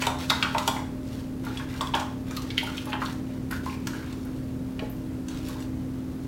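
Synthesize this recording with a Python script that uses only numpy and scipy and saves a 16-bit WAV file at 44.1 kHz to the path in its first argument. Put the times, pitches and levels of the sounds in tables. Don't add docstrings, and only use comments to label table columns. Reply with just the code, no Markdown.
import sys
import numpy as np
from scipy import signal
from scipy.fft import rfft, irfft
from scipy.io import wavfile

SR = 44100
rng = np.random.default_rng(int(sys.argv[2]) if len(sys.argv) > 2 else 0)


def wrap_up_sound(samples):
    columns = np.atleast_2d(samples).T
    tamed = np.clip(columns, -1, 1)
    steps = np.round(tamed * 32767).astype(np.int16)
    wavfile.write(sys.argv[1], SR, steps)


N = 276507

# (time [s], level [dB], pitch [Hz], spatter [dB re level])
PALM_GULPS = [(.02, -25.5, 962, -0.5), (.069, -20, 910, -1), (.304, -22, 1393, 5.5),
              (.427, -21.5, 1416, -4.5), (0.448, -22, 1466, -3.5), (0.5486, -17, 965, -9.5),
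              (.582, -24, 1270, -17), (.677, -15.5, 877.6, -7.5), (.764, -28, 940, -5),
              (1.467, -31.5, 1407, -4), (1.598, -32.5, 1584, -2.5), (1.81, -19, 1108, -8),
              (1.939, -18.5, 960, -8), (1.95, -19.5, 980, -1), (1.997, -28.5, 981, -2),
              (2.309, -39, 1266, -1.5), (2.372, -33.5, 1220, -20), (2.63, -28.5, 882, -9),
              (2.673, -29, 1400, -14), (2.87, -36, 843, 2), (2.931, -29.5, 1162, 5.5),
              (3.019, -25, 1344, 0.5), (3.509, -31, 1438, 0), (3.525, -25, 1510, -15),
              (3.663, -27, 1040, -18), (3.871, -39, 1395, 5.5), (3.934, -28.5, 1590, -18),
              (4.257, -44, 1380, -1), (4.794, -34.5, 684, -7), (4.822, -29, 446, -4.5),
              (5.495, -37, 1096, -8), (5.558, -38.5, 987, -12)]
# (time [s], level [dB], pitch [Hz], spatter [dB re level])
FINGER_POPS = [(.022, -23.5, 2540, -1), (.07, -17, 3560, -6.5), (.299, -11.5, 3730, -10),
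               (.3035, -10, 3670, -6.5), (.4268, -11, 3226, -4), (.548, -28, 2420, -9),
               (.5825, -20, 3600, -5), (.6795, -17, 3360, -24), (.766, -31, 2120, -8),
               (1.573, -25.5, 3330, -13), (1.809, -20.5, 3490, -15), (1.872, -30.5, 3350, -18),
               (1.938, -25, 3280, -10), (1.9425, -15, 3270, -11), (2.371, -31.5, 4000, 4.5),
               (2.505, -27.5, 3350, 2.5), (2.574, -32, 3320, -3), (2.5795, -10.5, 3093, -4.5),
               (2.78, -25, 3120, -7), (2.923, -30, 2690, -10), (2.931, -23, 3070, -7),
               (3.06, -31, 3950, -1), (3.698, -34.5, 2560, -11), (3.729, -33, 2400, -15),
               (3.871, -28, 3320, -4.5), (4.794, -34, 3050, 5.5)]
# (time [s], level [dB], top-octave spit [dB])
FILM_TEARS = [(0.0213, -23, -29), (0.0677, -20, -18.5), (.187, -34, -19), (0.3006, -17, -19),
              (0.4271, -24, -26), (0.582, -23.5, -19), (0.6768, -15, -18), (1.4494, -39.5, -11),
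              (1.574, -32.5, -32), (1.8119, -24, -25), (1.8716, -34, -22), (1.95, -26.5, -26),
              (1.998, -27.5, -32), (2.3093, -33, -27), (2.366, -28, -15), (2.42, -32.5, -27),
              (2.58, -35, -7), (2.634, -37, -7.5), (2.7708, -34, -19), (2.8557, -40.5, -7.5),
              (3.053, -33, -20), (3.1254, -37, -18), (3.5101, -34.5, -6.5), (3.6596, -37, -19),
              (3.8709, -24, -18.5), (4.127, -37, -23), (4.251, -50, -4), (5.2842, -30.5, -26),
              (5.485, -34.5, -12), (5.6032, -37, -28)]
# (frequency [Hz], gain [dB])
SNAP_SPECTRUM = [(400, -22), (1000, -3), (3500, 2.5), (6000, 2), (8500, -1.5), (11000, -18.5),
                 (16000, -20.5)]
# (frequency [Hz], gain [dB])
SPIT_SPECTRUM = [(7000, -25), (10500, 6.5), (16000, -2)]
# (start [s], length [s], swell [s], fizz [dB], squish [dB])
HAND_STROKES = [(0, 0.048, 0.0018, -38, -30.5), (.18, 0.064, 0.022, -41, -37),
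                (0.286, 0.22, .008, -49, -41), (0.517, 0.27, 0.019, -47.5, -46.5),
                (1.01, 0.2, 0.14, -50, -48), (1.43, 0.2, .015, -51, -43), (1.68, 0.21, 0.014, -50.5, -40.5),
                (1.934, 0.076, .015, -45, -33.5), (2.25, 0.32, 0.025, -51.5, -46),
                (2.56, 0.27, 0.018, -48, -42), (2.851, 0.084, .015, -50.5, -39.5),
                (2.99, 0.11, 0.028, -48.5, -42), (3.238, 0.13, .04, -61, -50.5),
                (3.5, 0.058, .02, -44, -48), (3.619, 0.12, 0.049, -47.5, -44.5),
                (3.88, .25, .02, -52.5, -44), (4.137, .25, .03, -59, -57), (4.77, 0.11, .02, -61, -54),
                (5.285, .14, .015, -51.5, -48), (5.42, 0.11, 0.053, -47.5, -46),
                (5.555, 0.073, 0.018, -51.5, -49)]
# (frequency [Hz], gain [dB])
FIZZ_SPECTRUM = [(1500, -12.5), (3000, 3.5), (4500, 1.5), (7000, -5.5), (10000, -10), (16000, -12)]
# (frequency [Hz], gain [dB])
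SQUISH_SPECTRUM = [(300, -11.5), (600, -11.5), (1000, -4), (1600, -3.5), (2400, -3.5), (3500, -5),
                   (6000, -35)]
# (frequency [Hz], level [dB])
BASIN_MODES = [(606, -5.5), (842, -3.5), (915, -9.5), (980, -16), (1060, -9), (1426, -8.5), (1575, -15)]
# (frequency [Hz], T60 [s])
TAIL_T60 = [(500, .5), (1200, 0.44), (3500, 0.48), (9000, 0.43), (16000, 0.3)]
# (frequency [Hz], gain [dB])
TAIL_SPECTRUM = [(400, -3), (800, -1), (1200, 1.5), (1700, 3), (3300, -5.5), (6000, -1.5), (14000, -3)]
# (frequency [Hz], rms level [dB])
FAN_TONES = [(54.6, -51.5), (81.6, -46), (120, -44), (143, -49.5), (182, -50.5), (222, -48.5),
             (258.3, -36.5), (313, -49), (403, -64.5), (603, -58)]
# (frequency [Hz], gain [dB])
RUSH_SPECTRUM = [(12, -45), (20, -12), (110, -2.5), (182, -4.5), (255, -8.5), (277, -3), (367, -10),
                 (542, -15), (607, -20), (660, -21), (976, -25.5), (1260, -27.5), (3250, -38.5),
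                 (14700, -44.5), (16000, -43)]


def gulps():
    return amp(-0.5) * squelches(PALM_GULPS, base_cycles=2.15, rise=0.075, count=20, spread_oct=0.68,
                                 small_cycles=0.99, lead_s=0.001848, mean_delay_cycles=9.5)


def pops():
    return amp(1.0) * squelches(FINGER_POPS, base_cycles=2.7, rise=0.038, count=14, spread_oct=0.5,
                                small_cycles=1.4, lead_s=0.001099, mean_delay_cycles=7.5)


def squelches(rows, base_cycles, rise, count, spread_oct, small_cycles, lead_s, mean_delay_cycles):
    out = np.zeros(N)
    for time_s, db, hz, spatter_db in rows:
        ring_cycles = base_cycles * amp(-(spatter_db + 3.5) / 4)
        add(out, time_s, amp(db) * pocket(hz, ring_cycles / hz, rise))
        quantiles = (np.arange(count) + rng.uniform(.5, 1, count)) / count
        delays_s = -mean_delay_cycles / hz * np.log(quantiles) - lead_s
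        detune = 2 * (rng.permutation(count) + rng.random(count)) / count - 1
        pitches_hz = hz * 2 ** (spread_oct * detune)
        for delay_s, pitch_hz, sign in zip(delays_s, pitches_hz, rng.choice([-1, 1], count)):
            spatter = sign * pocket(pitch_hz, small_cycles / pitch_hz, rise) / 2
            add(out, time_s + delay_s, amp(db + spatter_db) * spatter)
    return out


def pocket(hz, decay_s, rise):
    age = np.arange(2600) / SR / max(decay_s, 1e-4)
    pitch_hz = hz * (1 + rise * (1 - 2 * np.exp(-age / 2)))
    swell = (1 - np.exp(-2 * age)) * np.exp(-age)
    return swell / swell.max() * np.sin(2 * np.pi * np.cumsum(pitch_hz) / SR)


def tears(decay_s=0.0019):
    out, lead = np.zeros(N), SR // 40
    t = np.arange(-lead, SR // 10) / SR
    age = np.maximum(t, 0) / decay_s
    parting = (1 - np.exp(-3 * age)) * np.exp(-age)
    stretching = amp(-27) * np.exp(-abs(t) / 0.013)
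    gain = np.sqrt(3.63 * np.mean(parting ** 2))
    for time_s, db, spit_db in FILM_TEARS:
        clicks = crackle(per_s=4500, spread_db=2.0, samples=len(t)) * (parting + stretching)
        snap = amp(-4.5) * unit(colour(clicks, SNAP_SPECTRUM))
        spit = amp(spit_db + 6.5) * unit(colour(clicks, SPIT_SPECTRUM))
        add(out, time_s - lead / SR, gain * amp(db) * (snap + spit))
    return out


def lather():
    fizz_level, squish_level = foam_levels()
    fine = crackle(per_s=1000, spread_db=3.5)
    fizz = unit(colour(fine, FIZZ_SPECTRUM) * amp(2 * drift(rate_hz=81)))
    coarse = np.zeros(N)
    for hz in np.geomspace(500, 5000, 16):
        bursts = crackle(per_s=60, spread_db=-1.0)
        coarse += signal.oaconvolve(bursts, pocket(hz, decay_s=1.7 / hz, rise=0.091))[:N] * np.sqrt(hz)
    squish = unit(colour(coarse, SQUISH_SPECTRUM) * amp(1.1 * drift(rate_hz=43)))
    return amp(-1.0) * fizz * fizz_level + amp(-8.5) * squish * squish_level


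def foam_levels(wake_db=-18, wake_decay_s=0.024):
    fizz_power = np.full(N, amp(-65) ** 2)
    squish_power = np.full(N, amp(-60) ** 2)
    for start_s, length_s, swell_s, fizz_db, squish_db in HAND_STROKES:
        pressure = stroke(start_s, length_s, swell_s)
        fizz_power += (amp(fizz_db) * pressure) ** 2
        squish_power += (amp(squish_db) * pressure) ** 2
    wake = np.exp(-np.arange(SR // 2) / SR / wake_decay_s)
    for time_s, db, _, _ in PALM_GULPS:
        add(squish_power, time_s, (amp(db + wake_db) * wake) ** 2)
    return np.sqrt(fizz_power), np.sqrt(squish_power)


def stroke(start_s, length_s, swell_s, sag_db_per_s=11.5, release_s=0.015):
    age_s = np.maximum(np.arange(N) / SR - start_s, 0)
    release = np.exp(-np.maximum(age_s - length_s, 0) / release_s)
    return np.minimum(age_s / swell_s, 1) * amp(-sag_db_per_s * age_s) * release


def air_jet(time_s=4.897, level_db=-48, centre_hz=13800, width_hz=2400, decay_s=0.018):
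    out, t = np.zeros(N), np.arange(SR // 5) / SR
    band = np.exp(-((np.fft.rfftfreq(len(t), 1 / SR) - centre_hz) / width_hz) ** 2)
    add(out, time_s, amp(level_db) * noise(band, len(t)) * np.exp(-t / decay_s))
    return out


def basin(hands, t60_s=0.4):
    t = np.arange(SR) / SR
    response = np.zeros(SR)
    for hz, db in BASIN_MODES:
        mode = np.sin(2 * np.pi * (hz * t + rng.random())) * np.exp(-np.log(1000) * t / t60_s)
        response += amp(db - 15.5) * mode / np.linalg.norm(mode)
    return signal.fftconvolve(hands, response)[:N]


def reflections(hands, places=9, places_per_s=14):
    out = np.zeros(N)
    position = places_per_s * np.arange(N) / SR
    for place in range(places):
        distance = abs((position - place + places / 2) % places - places / 2)
        share = np.cos(np.pi / 2 * np.minimum(distance, 1))
        out += signal.fftconvolve(hands * share, room_response())[:N]
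    return out


def room_response(scatter_db=-3.5, scatter_decay_s=0.0077):
    t = np.arange(SR) / SR
    hz, frame_s, bands = signal.stft(rng.standard_normal(SR), SR, nperseg=256)
    decay_per_s = np.log(1000) / read(TAIL_T60, hz)[:, None]
    envelope = np.exp(-decay_per_s * frame_s) * np.sqrt(2 * decay_per_s / SR)
    bands *= amp(read(TAIL_SPECTRUM, hz))[:, None] * envelope
    tail = signal.istft(bands, SR, nperseg=256)[1][:SR] * (1 - np.exp(-t / 0.0015))
    scatter = rng.standard_normal(SR) * (1 - np.exp(-t / 0.00043)) * np.exp(-t / scatter_decay_s)
    return tail + amp(scatter_db) * scatter / np.linalg.norm(scatter)


def fan(rush_db=-38.5):
    t, hz = np.arange(N) / SR, np.fft.rfftfreq(N, 1 / SR)
    out = amp(rush_db) * noise(amp(read(RUSH_SPECTRUM, hz)))
    strongest_db = max(db for _, db in FAN_TONES)
    for tone_hz, db in FAN_TONES:
        waver = 0.1 + 0.022 * (strongest_db - db)
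        phase = 2 * np.pi * (tone_hz * t + rng.random())
        level = amp(db) * np.sqrt(2) * (1 + waver * drift(rate_hz=2.1))
        out += level * np.sin(phase + waver * drift(rate_hz=2.9))
    return out


def crackle(per_s, spread_db, samples=N):
    size = amp(spread_db * np.minimum(rng.exponential(1, samples), 4))
    return size * rng.choice([-1., 1.], samples) * (rng.random(samples) < per_s / SR)


def noise(gain, samples=N):
    return unit(irfft(rfft(rng.standard_normal(samples)) * gain, samples))


def drift(rate_hz):
    return noise(1 / (1 + (np.fft.rfftfreq(N, 1 / SR) / rate_hz) ** 4))


def colour(x, spectrum, size=2048):
    log_gain = np.log(amp(read(spectrum, abs(np.fft.fftfreq(size, 1 / SR)))))
    taps = np.fft.ifft(np.exp(np.conj(signal.hilbert(log_gain)))).real
    return signal.fftconvolve(x, taps[:size // 2])[:len(x)]


def read(table, hz):
    table_hz, values = np.transpose(table)
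    return np.interp(np.log(hz + 1), np.log(table_hz + 1), values)


def add(mix, time_s, sound):
    start = round(time_s * SR)
    sound = sound[max(-start, 0):]
    part = mix[max(start, 0):][:len(sound)]
    part += sound[:len(part)]


def amp(db):
    return 10 ** (np.asarray(db) / 20)


def unit(x):
    return x / np.sqrt(np.mean(x ** 2) + 1e-20)


def scene():
    hands = gulps() + pops() + tears() + lather() + air_jet()
    return (hands + basin(hands) + reflections(hands) + fan())[None]


def record(dry):
    taps = signal.firwin(511, 16000, window=("kaiser", 9), fs=SR)
    return signal.oaconvolve(dry, taps[None], "same")


dry = scene()
out = record(dry)
wrap_up_sound(out)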